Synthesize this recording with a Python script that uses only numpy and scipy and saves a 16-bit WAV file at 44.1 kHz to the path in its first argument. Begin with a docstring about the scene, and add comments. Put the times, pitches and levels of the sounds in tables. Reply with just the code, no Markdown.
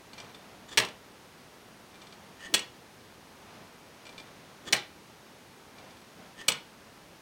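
"""Wooden pin-wheel clock

A home-made clock is heard from close by in a quiet room. On each swing a steel pin creaks on a brass
pallet by stick-slip friction, scrapes down its slope and slips off. The plywood wheel spins free for
a moment, then the next pin strikes the other pallet: a chattering clack of steel and wood modes."""
import sys
import numpy as np
from scipy import signal
from scipy.fft import rfft, irfft, next_fast_len
from scipy.io import wavfile
from scipy.ndimage import map_coordinates

SR = 44100
rng = np.random.default_rng(int(sys.argv[2]) if len(sys.argv) > 2 else 0)


def materialize(psi):
    """Save the field psi as 16-bit PCM at rate SR to the path in sys.argv[1].

    A 1-D psi becomes a single channel; in a 2-D psi each row is a channel.
    """
    bounded = np.clip(np.atleast_2d(psi).T, -1, 1)
    quanta = np.round(bounded * 32767).astype(np.int16)
    wavfile.write(sys.argv[1], SR, quanta)


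N = 317961

# Spectrum of steel rubbing on brass: frequency_hz, density_db
RASP_SPECTRUM = [(300, 0.5), (1200, 0), (3500, -2), (7000, -6.5), (8300, -5), (9300, -18), (13000, -24),
                 (17000, -36)]
# A pin lands edge-on, then seats and chatters: pallet, start_s, seating_db, touch_re_seating_db,
# touch_tick_db, knock_db, first_gap_s, gap_exponent, last_contact_loss_db
PIN_LANDINGS = [("far", 0.7737, -14, -5, -3, 0, 0.0031, 1.33, 3),
                ("near", 2.5399, -15.5, -2.5, 2, -4, 0.0023, 1.42, 7.5),
                ("far", 4.7256, -14.5, -8.5, 0.5, 2, 0.0038, 0.77, 6.5),
                ("near", 6.4821, -15, -11.5, 12, -1, 0.0022, 1.29, 13)]


def amp(db):
    """Amplitude ratio of a level in decibels."""
    return 10 ** (np.asarray(db) / 20)


def unit(x):
    """Normalisation to rms 1."""
    return x / np.sqrt(np.mean(x ** 2) + 1e-20)


def along(points, hz):
    """Interpolation of (frequency_hz, value) points on a logarithmic frequency axis."""
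    frequencies, values = np.transpose(points)
    return np.interp(np.log(hz + 1), np.log(frequencies + 1), values)


def filtered(x, response):
    """Linear filtering: the spectrum of x is multiplied by a frequency response."""
    size = next_fast_len(len(x) + SR // 4)
    return irfft(rfft(x, size) * response(np.fft.rfftfreq(size, 1 / SR)), size)[:len(x)]


def noise(spectrum, size):
    """Spectral shaping: white noise is given a colour, at rms 1."""
    return unit(filtered(rng.standard_normal(size), lambda hz: amp(along(spectrum, hz))))


def resonate(x, modes):
    """Forced vibration: x drives parallel resonators of alternating polarity."""
    return filtered(x, lambda hz: sum(
        (-1) ** k * amp(db) * 1j * hz * width / (centre ** 2 - hz ** 2 + 1j * hz * width)
        for k, (centre, width, db) in enumerate(modes)))


def ring(modes, t, scatter_db, attack_s):
    """Free vibration: modes struck at scattered strengths decay at rates proportional to bandwidth."""
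    hz, width, db = np.transpose(modes)[:, :, None]
    size = width * amp(db + scatter_db * rng.standard_normal(hz.shape))
    waves = np.sin(2 * np.pi * (hz * t + rng.random(hz.shape))) * np.exp(-np.pi * width * t)
    return (1 - np.exp(-t / attack_s)) * np.sum(size * waves, axis=0) / np.sqrt(np.sum(size ** 2) / 2)


def add(track, start_s, sound):
    """Superposition: a sound is summed into the track."""
    part = track[round(start_s * SR):][:len(sound)]
    part += sound[:len(part)]


def in_room(x, wet_db, build_s):
    """Reverberation: a small room's diffuse field builds up, then decays, faster in the treble."""
    # Reverberation time: frequency_hz, t60_s
    decay_times = [(120, 0.38), (400, 0.39), (1000, 0.26), (3000, .29), (5500, 0.27), (9000, 0.19),
                   (15000, 0.26)]
    # Colour of the reflections: frequency_hz, level_db
    colour = [(100, 1), (500, -2), (1200, 3.5), (2700, 0.5), (4200, -0.5), (6000, -6), (12000, -4.5)]
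    hz, t, field = signal.stft(rng.standard_normal(SR // 2), SR, nperseg=256)
    field = field * amp(along(colour, hz)[:, None] - 60 * t / along(decay_times, hz)[:, None])
    tail = signal.istft(field * (1 - np.exp(-t / build_s)), SR, nperseg=256)[1]
    return x + amp(wet_db) * signal.fftconvolve(x, tail / np.linalg.norm(tail))[:len(x)]


def background(hiss_db, rustle_db):
    """Ambient noise: steady room hiss, and a soft low rubbing that swells under Gaussian envelopes."""
    # Spectra of the hiss and the rubbing: frequency_hz, density_db
    hiss_spectrum = [(15, -50), (25, -27), (43, -11), (82, -4.5), (157, -2), (190, -1), (344, -3.5),
                     (384, -3), (591, -5.5), (641, -6.5), (818, -6), (887, -6), (1370, -9), (5570, -17.5),
                     (16000, -29)]
    rustle_spectrum = [(40, -35), (90, -10.5), (195, 0), (330, -8), (750, -5), (1300, -11), (3000, -17),
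                       (7000, -27), (12000, -100)]
    # Swells of rubbing: middle_s, relative_peak_db, half_width_s
    rustles = [(0.23, -51.5, 0.09), (0.52, -55, 0.2), (2.2, -57, 0.26), (3.54, -53, 0.16),
               (4.28, -55.5, 0.48), (5.84, -53, 0.11), (6.24, -53, 0.08)]
    t = np.arange(N) / SR
    hiss = filtered(noise(hiss_spectrum, N), lambda hz: hz < 15900)
    swells = sum(amp(db) * np.exp(-((t - middle_s) / width_s) ** 2) for middle_s, db, width_s in rustles)
    return amp(hiss_db) * hiss + amp(rustle_db) * swells * noise(rustle_spectrum, N)


def creaks(level_db, grit_db, grit_t60_s):
    """Stick-slip friction: each gritty slip rings the resting pin as the pallet swings under it."""
    # The clearest slips: start_s, relative_level_db
    slips = [(0.132, -38), (0.179, -38.5), (0.1844, -39), (0.2004, -35.5), (0.3455, -40), (2.0167, -42.5),
             (2.0687, -45.5), (2.124, -42.5), (4.0527, -43), (4.066, -39.5), (4.091, -41.5), (4.179, -36.5),
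             (4.1988, -39), (5.7828, -44.5)]
    # Modes of the resting pin: pitch_hz, bandwidth_hz, level_db
    pin_modes = [(2373, 40, 3), (2930, 80, -5.5), (3230, 33, -4), (3540, 56, 1), (3950, 65, -8),
                 (4250, 79, -3.5), (4500, 90, -4), (4910, 67, -5), (5730, 140, -8), (6800, 47, -18),
                 (7810, 100, -13), (8290, 50, -23)]
    track, t = np.zeros(N), np.arange(SR // 10) / SR
    rise_s = 0.0015
    # Three fainter slips gather at the end of each swing, ahead of the next landing.
    lead_s, spread_s, faint_db = 0.53, 0.05, -49.5
    faint_slips = [(max(landing_s - lead_s + spread_s * chance, 0), faint_db)
                   for _, landing_s, *_ in PIN_LANDINGS for chance in rng.standard_normal(3)]
    grit_envelope = amp(grit_db - 60 * t / grit_t60_s) * (1 - np.exp(-t / rise_s))
    for start_s, db in slips + faint_slips:
        grit = grit_envelope * noise(RASP_SPECTRUM, len(t))
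        pin = ring(pin_modes, t, scatter_db=3, attack_s=rise_s)
        add(track, start_s, amp(db + level_db) * (pin + grit))
    return track


def wheel(level_db):
    """Axle friction drives the wooden wheel's modes as it gathers speed, until a landing stops it."""
    # Free spins: stop_s, relative_final_db, growth_db_per_s
    spins = [(0.7737, -56, 12), (2.5399, -41.5, 200), (4.7256, -45.5, 50), (6.4821, -61, 12)]
    # Modes of the wheel on its axle: pitch_hz, bandwidth_hz, level_db
    axle_modes = [(175, 50, -7.5), (320, 36, 5), (430, 110, -5), (710, 220, -12)]
    spin_s, braking_s = 0.14, 0.01
    t, turning = np.arange(N) / SR, np.zeros(N)
    for stop_s, db, growth in spins:
        gate = np.interp(t - stop_s, [-spin_s, -spin_s / 2, 0, braking_s], [0, 1, 1, 0])
        turning += amp(db - growth * np.abs(stop_s - t)) * gate
    return amp(level_db) * turning * unit(resonate(rng.standard_normal(N), axle_modes))


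def slide_envelope(pallet):
    """Amplitude envelope of a pin on a pallet's slope: each stroke swells until the pin slips off."""
    # Sliding strokes: pallet, slip_off_s, relative_peak_db, length_s
    strokes = [("far", 0.732, -41.5, 0.032), ("near", 2.469, -42, 0.065), ("far", 4.688, -40, 0.026),
               ("near", 6.415, -42, 0.036)]
    swell_db, edge_db_per_s = 10, 900
    t, gain = np.arange(N) / SR, np.zeros(N)
    for side, slip_off_s, db, length_s in strokes:
        if side == pallet:
            touching = np.clip(t, slip_off_s - length_s, slip_off_s)
            remaining = (slip_off_s - touching) / length_s
            gain += amp(db - swell_db * remaining - edge_db_per_s * np.abs(t - touching))
    return gain


def scrapes(pallet, modes, level_db, rasp_db, catches_per_s, stutter_db):
    """Sliding friction: dense catches of steel on brass rasp and excite the pallet as the grip wavers."""
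    grip_rate_hz = 110
    grip_points = rng.standard_normal(N * grip_rate_hz // SR + 4)
    grip = map_coordinates(grip_points, [np.arange(N) * grip_rate_hz / SR])
    catches = amp(stutter_db * grip) * rng.standard_normal(N) * (rng.random(N) < catches_per_s / SR)
    rasp = unit(filtered(catches, lambda hz: amp(along(RASP_SPECTRUM, hz))))
    ringing = unit(resonate(catches, modes))
    return amp(level_db) * slide_envelope(pallet) * (ringing + amp(rasp_db) * rasp)


def contacts(pallet):
    """Inelastic bounces: first touch, chatter and rebounds, as (start_s, level_db, knock_db, tick_db)."""
    # The wheel recoils and drops the pin back: pallet, start_s, level_db, knock_db
    rebounds = [("far", 0.7985, -26, 7), ("far", 0.8015, -28, 9), ("far", 0.8210, -36, 18),
                ("far", 0.8380, -46, 27), ("far", 0.8495, -34, 2), ("far", 0.8870, -45, 4),
                ("near", 2.5790, -36, 9), ("near", 2.5930, -29.5, -2), ("far", 4.7470, -31.5, 8),
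                ("far", 4.7650, -34, -2), ("near", 6.5025, -29.5, 9), ("near", 6.5205, -25.5, -1)]
    # Tick of a seating and of a rebounding pin: pallet, tick_db
    seat_tick_db = {"far": -13, "near": -4}
    rebound_tick_db = {"far": -6, "near": -11}
    chatter_count, touch_knock_db = 3, 6
    hold_exponent = 2.5  # the higher it is, the longer the chatter keeps its strength
    hits = []
    for side, start_s, db, touch_db, tick_db, knock_db, gap_s, gap_exponent, loss_db in PIN_LANDINGS:
        if side == pallet:
            hits.append((start_s, db + touch_db, knock_db + touch_knock_db, tick_db))
            for k in range(chatter_count):
                delay_s = gap_s * (k + 1) ** gap_exponent
                spent = (k / (chatter_count - 1)) ** hold_exponent
                hits.append((start_s + delay_s, db - loss_db * spent, knock_db, seat_tick_db[pallet]))
    return hits + [(start_s, db, knock_db, rebound_tick_db[pallet])
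                   for side, start_s, db, knock_db in rebounds if side == pallet]


def clacks(hits, steel_modes, frame_modes, ring_db, wood_db, frame_db, crack_db, tick_db,
           wood_t60_s, crack_t60_s, steel_wet_db, wood_wet_db):
    """Impact excitation: each contact rings steel and plywood, with a bright tick whose strength is set for
    each contact."""
    # Spectra of the edge-on tick, the plywood knock and its crack: frequency_hz, density_db
    tick_spectrum = [(1000, -17), (4000, 1.5), (8000, 7.5), (11000, -3.5), (15500, -4.5), (18000, -12)]
    wood_spectrum = [(40, -33), (80, -33), (130, -6), (240, -4.5), (380, 2), (650, -1.5), (1100, 0),
                     (1400, -16), (1800, -1), (3000, -15.5), (6000, -70)]
    crack_spectrum = [(600, -11), (1700, -4), (2700, 2), (4000, -3), (8500, -6), (10000, -17), (12500, -27),
                      (16000, -43)]
    steel, wood, t = np.zeros(N), np.zeros(N), np.arange(SR // 2) / SR
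    snap = amp(-60 * t / 0.0028) + amp(-5.5 - 60 * t / 0.073)  # a spike, then a faint sizzle
    for start_s, db, knock_db, sharp_db in hits:
        metal = amp(ring_db) * ring(steel_modes, t, scatter_db=1.5, attack_s=0.00024)
        tick = amp(tick_db + sharp_db) * snap * noise(tick_spectrum, len(t))
        add(steel, start_s, amp(db) * (metal + tick))
        thud = amp(wood_db - 60 * t / wood_t60_s) * noise(wood_spectrum, len(t))
        body = amp(frame_db) * ring(frame_modes, t, scatter_db=3, attack_s=0.0018)
        crack = amp(crack_db - 60 * t / crack_t60_s) * noise(crack_spectrum, len(t))
        add(wood, start_s, amp(db) * (amp(knock_db) * (thud + body) + crack))
    # The knocks and cracks carry almost no deep bass.
    wood = signal.sosfilt(signal.butter(3, 85, "high", fs=SR, output="sos"), wood)
    # The thin steel is heard mostly as direct sound; the broad panels fill the room.
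    return in_room(steel, steel_wet_db, build_s=0.0027) + in_room(wood, wood_wet_db, build_s=0.008)


def scene():
    """Escapement action: the far and near pallets take turns, and friction leads up to each clack."""
    # All mode tables: pitch_hz, bandwidth_hz, level_db
    # Modes of each pallet under a sliding pin
    far_rub = [(1230, 64, -4), (1810, 130, 1.5), (3030, 95, -7), (3354, 90, 4.5), (3550, 100, 0),
               (4460, 200, -2), (6000, 54, -6.5), (6450, 120, -8), (7110, 160, -3.5), (8050, 150, -7)]
    near_rub = [(1800, 40, 5), (1930, 35, 1.5), (2980, 210, -8), (3480, 130, -8), (4830, 110, -20),
                (5870, 50, -15), (6560, 72, -11), (8400, 170, -15), (9000, 94, -19)]
    # Modes of the struck pin, pallet and rod
    far_steel = [(1710, 60, 1), (1890, 110, -1), (1968, 39, -6.5), (2240, 42, 3.5), (2536, 240, -1),
                 (2680, 52, -9), (2890, 74, -0.5), (2974, 57, 0), (3200, 110, -2.5), (3363, 180, 1),
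                 (3940, 120, -2), (4160, 160, 0.5), (4180, 90, -2), (4690, 130, -1), (5110, 60, -18),
                 (5180, 61, -36), (5600, 140, 1.5), (5800, 63, -13), (6830, 88, -6.5), (6850, 48, -18),
                 (7900, 61, -23), (8350, 50, -25), (8100, 60, -17), (8600, 84, -20), (9200, 140, -14),
                 (10600, 250, -16), (12300, 150, -24)]
    near_steel = [(1644, 77, -2), (1980, 32, -23), (2420, 23, 8), (2360, 130, 5), (2620, 66, 3.5),
                  (2980, 80, 6), (2933, 94, 11), (3066, 74, -2), (3190, 35, -10), (3360, 39, 12),
                  (3960, 30, -21), (4000, 37, -14), (4280, 230, 9), (4800, 40, -15), (4920, 33, -9),
                  (5810, 52, 7), (5880, 72, 3.5), (6660, 110, -27), (6440, 77, -22), (7800, 77, 11),
                  (7650, 33, 5), (7800, 90, -16), (7700, 35, -26.5), (8130, 110, 7), (9620, 88, -6)]
    # Low modes of the plywood frame behind each pallet
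    far_frame = [(123.5, 8.8, 1.5), (196, 4.7, 0), (270, 12, -12), (368, 59, -7.5), (485, 28, -1),
                 (634, 19, 4), (697, 49, -1), (820, 22, 2), (1009, 24, -3.5), (1080, 42, 1), (1360, 24, 0)]
    near_frame = [(136, 23, 3), (214, 14, 8), (320, 19, 1), (475, 7.4, 1), (557, 19, 7.5), (1000, 30, -17),
                  (1110, 15, 1), (1324, 55, 1.5)]
    far = clacks(contacts("far"), far_steel, far_frame,
                 ring_db=3.5, wood_db=-16.5, frame_db=-22, crack_db=-6, tick_db=-0.5,
                 wood_t60_s=0.06, crack_t60_s=0.035, steel_wet_db=-15, wood_wet_db=-7.5)
    near = clacks(contacts("near"), near_steel, near_frame,
                  ring_db=2.5, wood_db=-13.5, frame_db=-21, crack_db=-6, tick_db=-6,
                  wood_t60_s=0.044, crack_t60_s=0.044, steel_wet_db=-14, wood_wet_db=-8.5)
    friction = creaks(level_db=-0.5, grit_db=-7.5, grit_t60_s=0.071)
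    friction += wheel(level_db=-1.5)
    friction += scrapes("far", far_rub, level_db=-1, rasp_db=-2.5, catches_per_s=7700, stutter_db=3.5)
    friction += scrapes("near", near_rub, level_db=-1.5, rasp_db=-3.5, catches_per_s=4000, stutter_db=2.5)
    clock = far + near + in_room(friction, wet_db=-12, build_s=0.0096)
    return clock + background(hiss_db=-53.5, rustle_db=-0.5)


def record(dry):
    """Band limiting: the treble has a narrow notch, and nothing passes above the upper limit."""
    notch_hz, top_hz = 7470, 16800
    notched = signal.lfilter(*signal.iirnotch(notch_hz, Q=28, fs=SR), dry)
    return filtered(notched, lambda hz: hz < top_hz)[None]


dry = scene()
out = record(dry)
materialize(out)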